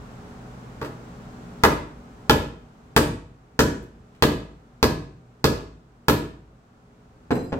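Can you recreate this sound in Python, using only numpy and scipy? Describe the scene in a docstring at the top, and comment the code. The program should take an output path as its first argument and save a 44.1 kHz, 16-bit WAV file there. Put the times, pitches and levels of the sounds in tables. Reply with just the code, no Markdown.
"""A small workshop hums faintly; then a heavy hammer drives a wooden wedge into the handle of an axe.
One aiming tap, then eight hard blows: each is a crack, a boom through handle and floor and a ring of the
axe head, and they sound drier as the wedge seats. At the end the hammer thuds onto the bench and rings.
An automatic gain control drops with the first blows and holds the room noise down from then on."""
import sys
import numpy as np
from scipy import signal
from scipy.fft import rfft, irfft
from scipy.io import wavfile
from scipy.ndimage import uniform_filter1d

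SR = 44100
rng = np.random.default_rng(int(sys.argv[2]) if len(sys.argv) > 2 else 0)


def store_pcm(level_fs):
    """Save levels as 16-bit WAV."""
    pcm = np.round(np.clip(level_fs, -1, 1) * 32767).astype(np.int16)
    wavfile.write(sys.argv[1], SR, np.atleast_2d(pcm).T)


N = 334719
T = np.arange(SR) / SR  # the second after an impact
HZ = np.fft.rfftfreq(SR, 1 / SR)

# bed of air noise: (frequency [Hz], relative density [dB])
AIR_SPECTRUM = [(25, -18), (49, -3.5), (90, -10), (130, -6), (236, -6.5), (320, -14), (750, -17.5),
                (1400, -20.5), (2000, -29.5), (4400, -37.5), (7600, -39.5), (10000, -49), (16000, -52.5)]
# mains and motor hum: (frequency [Hz], level [dB])
HUM_LINES = [(59.2, -59), (122.5, -48.5), (178, -55.5), (242, -51), (419.9, -58), (764.4, -62.5)]
# reverb decay: (frequency [Hz], t60 [s])
ROOM_DECAY = [(50, 0.81), (150, .52), (400, 0.5), (1000, 0.45), (2500, 0.47), (5000, .41), (8000, 0.4),
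              (14000, 0.23)]
# reverb colour: (frequency [Hz], gain [dB])
ROOM_EQ = [(30, -4.5), (100, 5.5), (200, -0.5), (450, 2), (900, -1.5), (1300, -4), (2200, -4), (5000, -5),
           (9000, 0.5), (15000, -3.5)]
# slaps off floor and bench: (delay [s], gain [ratio], extra delay on the left [s])
NEAR_ECHOES = [(.0042, .25, .0002), (.0066, 0.23, -0.0047), (.0092, 0.2, .00025), (0.0139, .4, -.0001)]
# small handling ticks: (time [s], level [dB], centre [Hz])
HANDLING_TICKS = [(3.826, -49.5, 13000), (4.149, -48, 2470)]
# hammer laid on the bench, head then handle: (time [s], thud [dB], steel ring [dB])
BENCH_KNOCKS = [(7.3059, -5, -65), (7.3126, -6, -48), (7.354, -15.5, -53), (7.5214, -15, -72),
                (7.527, -10.5, -79)]
# hammer on wedge: (time [s], force [dB], crack [dB], centre of the snap [Hz])
HAMMER_BLOWS = [(0.814, -15, -8, 2700), (0.8466, -31, 5.5, 8900), (1.6358, 7, -1.5, 1910),
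                (2.2956, 11.5, -2.5, 3060), (2.9635, 15, -3, 8900), (3.591, 13.5, -4.5, 6500),
                (4.2233, 15, -4, 3700), (4.8279, 14.5, -4, 4700), (5.4418, 15, -4, 4950),
                (6.0829, 15.5, -4, 13140)]
# bench thud, the handle's woody grain, the wedge's crack: (frequency [Hz], relative density [dB])
THUD_SPECTRUM = [(30, -9), (70, -6), (150, -0.5), (260, 2), (480, -2), (800, -9), (1500, -14), (3000, -27),
                 (6000, -39.5), (15000, -72)]
GRAIN_SPECTRUM = [(100, -21), (380, -4.5), (600, -2), (900, 3.5), (1400, -2), (2100, -14.5), (4000, -25),
                  (15000, -46)]
CRACK_SPECTRUM = [(100, -25.5), (500, -13.5), (1000, -3.5), (1600, 4.5), (2200, -3.5), (3000, -3),
                  (4800, -2.5), (6200, -8.5), (7800, -10.5), (10000, -19.5), (12000, -7), (15500, -13.5)]
# resonances of each struck body: (frequency [Hz], relative level [dB], t60 [s])
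BENCH_MODES = [(106, -13, .45), (253.6, 19, 0.2), (320.4, -21, .4), (482, 1, 0.45), (790, -13, 0.27)]
HAMMER_MODES = [(4086, 5, 0.48), (4926, -3.5, 0.79), (6060, -4, 0.53), (7530, 3.5, 0.53), (8000, -4, 0.48),
                (9100, -8.5, 0.22), (9900, -7, 0.45), (10820, -5.5, 0.51), (13170, -3, 0.4),
                (14800, -5, .23)]
HANDLE_FLOOR_MODES = [(53.3, -7.5, 0.91), (77.5, 1, 0.36), (98, -12, 0.46), (138.33, 0, 0.44),
                      (156.6, -12, .45), (161.4, -9.5, 0.74), (226.7, 1.5, 0.36), (246.6, -6.5, 0.32),
                      (296.3, 2.5, 0.46), (363, -7, 0.29), (417, -22.5, .34), (436.3, 3.5, 0.31),
                      (473.5, -4.5, 0.51), (529.5, -2, .28), (595, -4, 0.37), (645, -10.5, 0.57)]
AXE_MODES = [(1650, -7, 0.13), (1696, -6.5, 0.41), (2532, -14, .46), (4463, -20.5, .33)]
WEDGE_MODES = [(582.6, -4, 0.062), (672, -9.5, 0.071), (794.5, -3, 0.074), (910, -2.5, 0.08),
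               (981, -1.5, 0.06), (1104, 3.5, 0.055), (1257, -5, 0.082), (1390, -3.5, 0.019),
               (1600, -5, 0.013), (1990, -5.5, 0.026)]

FULL_FORCE_DB = 14  # a full swing of the hammer


def amp(db):
    """Decibels to gain."""
    return 10 ** (np.asarray(db) / 20)


def unit(x):
    """Scales to rms 1."""
    return x / np.sqrt(np.mean(x ** 2) + 1e-20)


def curve(points, hz):
    """Reads a table on a log-frequency axis."""
    f, value = np.transpose(points)
    return np.interp(np.log(hz + 1), np.log(f + 1), value)


def add(mix, start_s, sound):
    """Drops a stereo sound into the mix."""
    part = mix[:, round(start_s * SR):][:, :sound.shape[1]]
    part += sound[:, :part.shape[1]]


def ring(modes):
    """A struck body as dying sines; neighbouring modes start in opposite directions."""
    return sum((-1) ** k * amp(db - 60 * T / t60) * np.sin(2 * np.pi * hz * T)
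               for k, (hz, db, t60) in enumerate(modes))


def burst(spectrum_db, t60, linger=0, linger_t60=0.1):
    """A short, coloured spray of micro-impacts, with the energy of 10 ms at rms 1."""
    log_gain = np.log(amp(np.r_[spectrum_db, spectrum_db[-2:0:-1]]))
    colour = np.exp(np.conj(signal.hilbert(log_gain)))[:len(HZ)]  # minimum phase keeps the attack sharp
    envelope = amp(-60 * T / t60) + linger * amp(-60 * T / linger_t60)
    spray = rfft(rng.standard_normal(SR) * envelope)
    spray /= np.sqrt(uniform_filter1d(abs(spray) ** 2, size=130))  # flat, so the colour sets the timbre
    return unit(irfft(spray * colour) * (T < .5)) / 10


def diffuse(pair, spacing_m=0.18):
    """Spectra of sound from all sides at two spaced microphones: centred bass, wide treble."""
    a, b = rfft(pair)
    hz = np.fft.rfftfreq(pair.shape[1], 1 / SR)
    coherence = np.sinc(2 * hz * spacing_m / 343)
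    mid, side = a * np.sqrt((1 + coherence) / 2), b * np.sqrt((1 - coherence) / 2)
    return hz, np.array([mid + side, mid - side])


def room_tone(air_db=-42.5, waver=0.38):
    """The bed: steady air noise under a mains and motor hum that wavers in level and phase."""
    hz, noise = diffuse(rng.standard_normal((2, N)))
    air = amp(air_db) * unit(irfft(noise * amp(curve(AIR_SPECTRUM, hz)), N))
    t = np.arange(N) / SR
    knots = np.linspace(0, t[-1], 50)
    hum = 0
    for line_hz, db in HUM_LINES:
        swell, slip = (np.interp(t, knots, k) for k in waver * rng.standard_normal((2, len(knots))))
        hum += amp(db) * np.sqrt(2) * (1 + swell) * np.sin(2 * np.pi * line_hz * t + 2 * slip)
    return air + hum


def workshop(sound, tail_db=-2, build_s=0.0035):
    """The space: direct sound, a few near echoes and a diffuse tail whose treble dies first."""
    hz, t, noise = signal.stft(rng.standard_normal((2, SR)), SR, nperseg=256)
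    decay = amp(-60 * t / curve(ROOM_DECAY, hz)[:, None])
    tail = signal.istft(noise * decay, SR, nperseg=256)[1][:, :SR]
    _, tail = diffuse(tail * (1 - np.exp(-(T / build_s) ** 2)))
    tail /= np.sqrt(uniform_filter1d(np.mean(abs(tail) ** 2, 0), size=80))  # flat ahead of the EQ
    direct = (0.00079, 0.55, -.00013)  # arrives on the left first
    paths = sum(gain * np.exp(-2j * np.pi * HZ * np.array([[delay + left_lag], [delay]]))
                for delay, gain, left_lag in [direct, *NEAR_ECHOES])
    response = irfft(paths + tail * amp(tail_db + curve(ROOM_EQ, HZ)))[:, :-SR // 10]
    return signal.fftconvolve(sound[None], response, axes=1)[:, :len(sound)]


def handling_tick(centre_hz):
    """A tiny tick of handling, its spectrum peaked around one frequency."""
    return burst(-10 * abs(np.log2((HZ + 100) / centre_hz)), t60=.015)


def steel_shimmer(modes, depth):
    """Long steel tones reach each microphone by many paths, so each swells and fades on its own."""
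    noise = rng.standard_normal((len(modes), 2, SR))
    drifts = uniform_filter1d(uniform_filter1d(noise, size=500), size=200)
    return sum((1 + depth * unit(drift)) * ring([mode]) for drift, mode in zip(drifts, modes))


def bench_knock(thud_db, steel_db, plank_db=-20):
    """The hammer lands on the bench: a dull thud, and both the plank and the steel head ring."""
    thud = workshop(burst(curve(THUD_SPECTRUM, HZ), t60=0.021))
    plank = amp(plank_db) * ring(BENCH_MODES)
    return amp(thud_db) * (thud + plank) + amp(steel_db) * steel_shimmer(HAMMER_MODES, depth=2.3)


def floor_boom(force_db, full_swing_db=-23.5, rise_s=0.0015):
    """The low end: the shock runs down the handle and sets the floor swinging."""
    shove_db = full_swing_db - 0.07 * (force_db - FULL_FORCE_DB)  # a soft blow passes on a larger share
    return amp(shove_db) * ring(HANDLE_FLOOR_MODES) * (1 - np.exp(-T / rise_s))


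def wedge_ring(slack, loose_db=-12.5, seated_db=-29, seated_rise=0.05, scatter=0.025):
    """As its slack goes from 1 to 0 the wedge stiffens: it rings less, and a little higher."""
    detune = scatter * rng.standard_normal(len(WEDGE_MODES))  # no blow lands on quite the same spot
    pitch = 1 + seated_rise * (1 - slack) + detune
    ring_db = seated_db + slack * (loose_db - seated_db)
    return ring([(hz * p, db + ring_db, t60) for p, (hz, db, t60) in zip(pitch, WEDGE_MODES)])


def hammer_blow(grain, force_db, crack_db, snap_hz, push_s=0.00056, push_db=-3, crack_trim_db=-11.5):
    """The attack: the axe is shoved down, sucking then pushing the air; the wedge cracks and slides in."""
    u = (T - .0014) / push_s
    push = amp(push_db) * u * np.exp((1 - u ** 2) / 2)
    db_per_octave = -1.6 + 0.04 * (force_db - FULL_FORCE_DB)  # a soft blow cracks duller
    tilt_db = db_per_octave * np.log2((HZ + 100) / 3000)
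    snap_db = 4.5 * np.exp(-(np.log2((HZ + 1) / snap_hz) / 0.37) ** 2)  # a bell boost pitches the snap
    crack = burst(curve(CRACK_SPECTRUM, HZ) + tilt_db + snap_db, t60=0.0042, linger=.15)
    return push + amp(crack_db + crack_trim_db) * (crack + grain)


def scene(axe_ring_db=-22, seating_per_force=0.05):
    """The mix: impacts echo round the workshop; floor, bench and steel ring on over the room tone."""
    mix = np.zeros((2, N))
    grain = burst(curve(GRAIN_SPECTRUM, HZ), t60=.02)  # the handle's short modes, alike at every blow
    slack = 1
    for start_s, force_db, crack_db, snap_hz in HAMMER_BLOWS:
        impact = hammer_blow(grain, force_db, crack_db, snap_hz) + wedge_ring(slack)
        axe_head = amp(axe_ring_db + crack_db) * steel_shimmer(AXE_MODES, depth=0.29)
        add(mix, start_s, amp(force_db) * (workshop(impact) + floor_boom(force_db) + axe_head))
        slack *= np.exp(-seating_per_force * amp(force_db))  # a harder blow takes up more slack
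    for start_s, thud_db, steel_db in BENCH_KNOCKS:
        add(mix, start_s, bench_knock(thud_db, steel_db))
    for start_s, db, centre_hz in HANDLING_TICKS:
        add(mix, start_s, amp(db) * workshop(handling_tick(centre_hz)))
    return mix + room_tone()


def record(dry, threshold_db=-10, slope=0.92, release_db_per_s=3.5, sink=0.41, sink_s=1.2, top_hz=16100):
    """Gain control ducks at once, sinks further and recovers slowly; then a soft clip and a low-pass."""
    power_db = 10 * np.log10(abs(uniform_filter1d((dry ** 2).mean(0), size=700)) + 1e-12)
    release_db = release_db_per_s * np.arange(N) / SR
    held_db = np.maximum.accumulate(power_db + release_db) - release_db
    cut_db = slope * np.maximum(held_db - threshold_db, 0)
    pole = np.exp(-1 / (sink_s * SR))
    cut_db += sink * signal.lfilter([1 - pole], [1, -pole], cut_db)  # a sustained cut deepens
    ducked = dry * amp(-uniform_filter1d(cut_db, size=200))
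    rounded = ducked / (1 + ducked ** 8) ** (1 / 8)
    lowpass = signal.firwin(401, top_hz, window=("kaiser", 8), fs=SR)
    return signal.oaconvolve(rounded, lowpass[None], "same", axes=1)


dry = scene()
out = record(dry)
store_pcm(out)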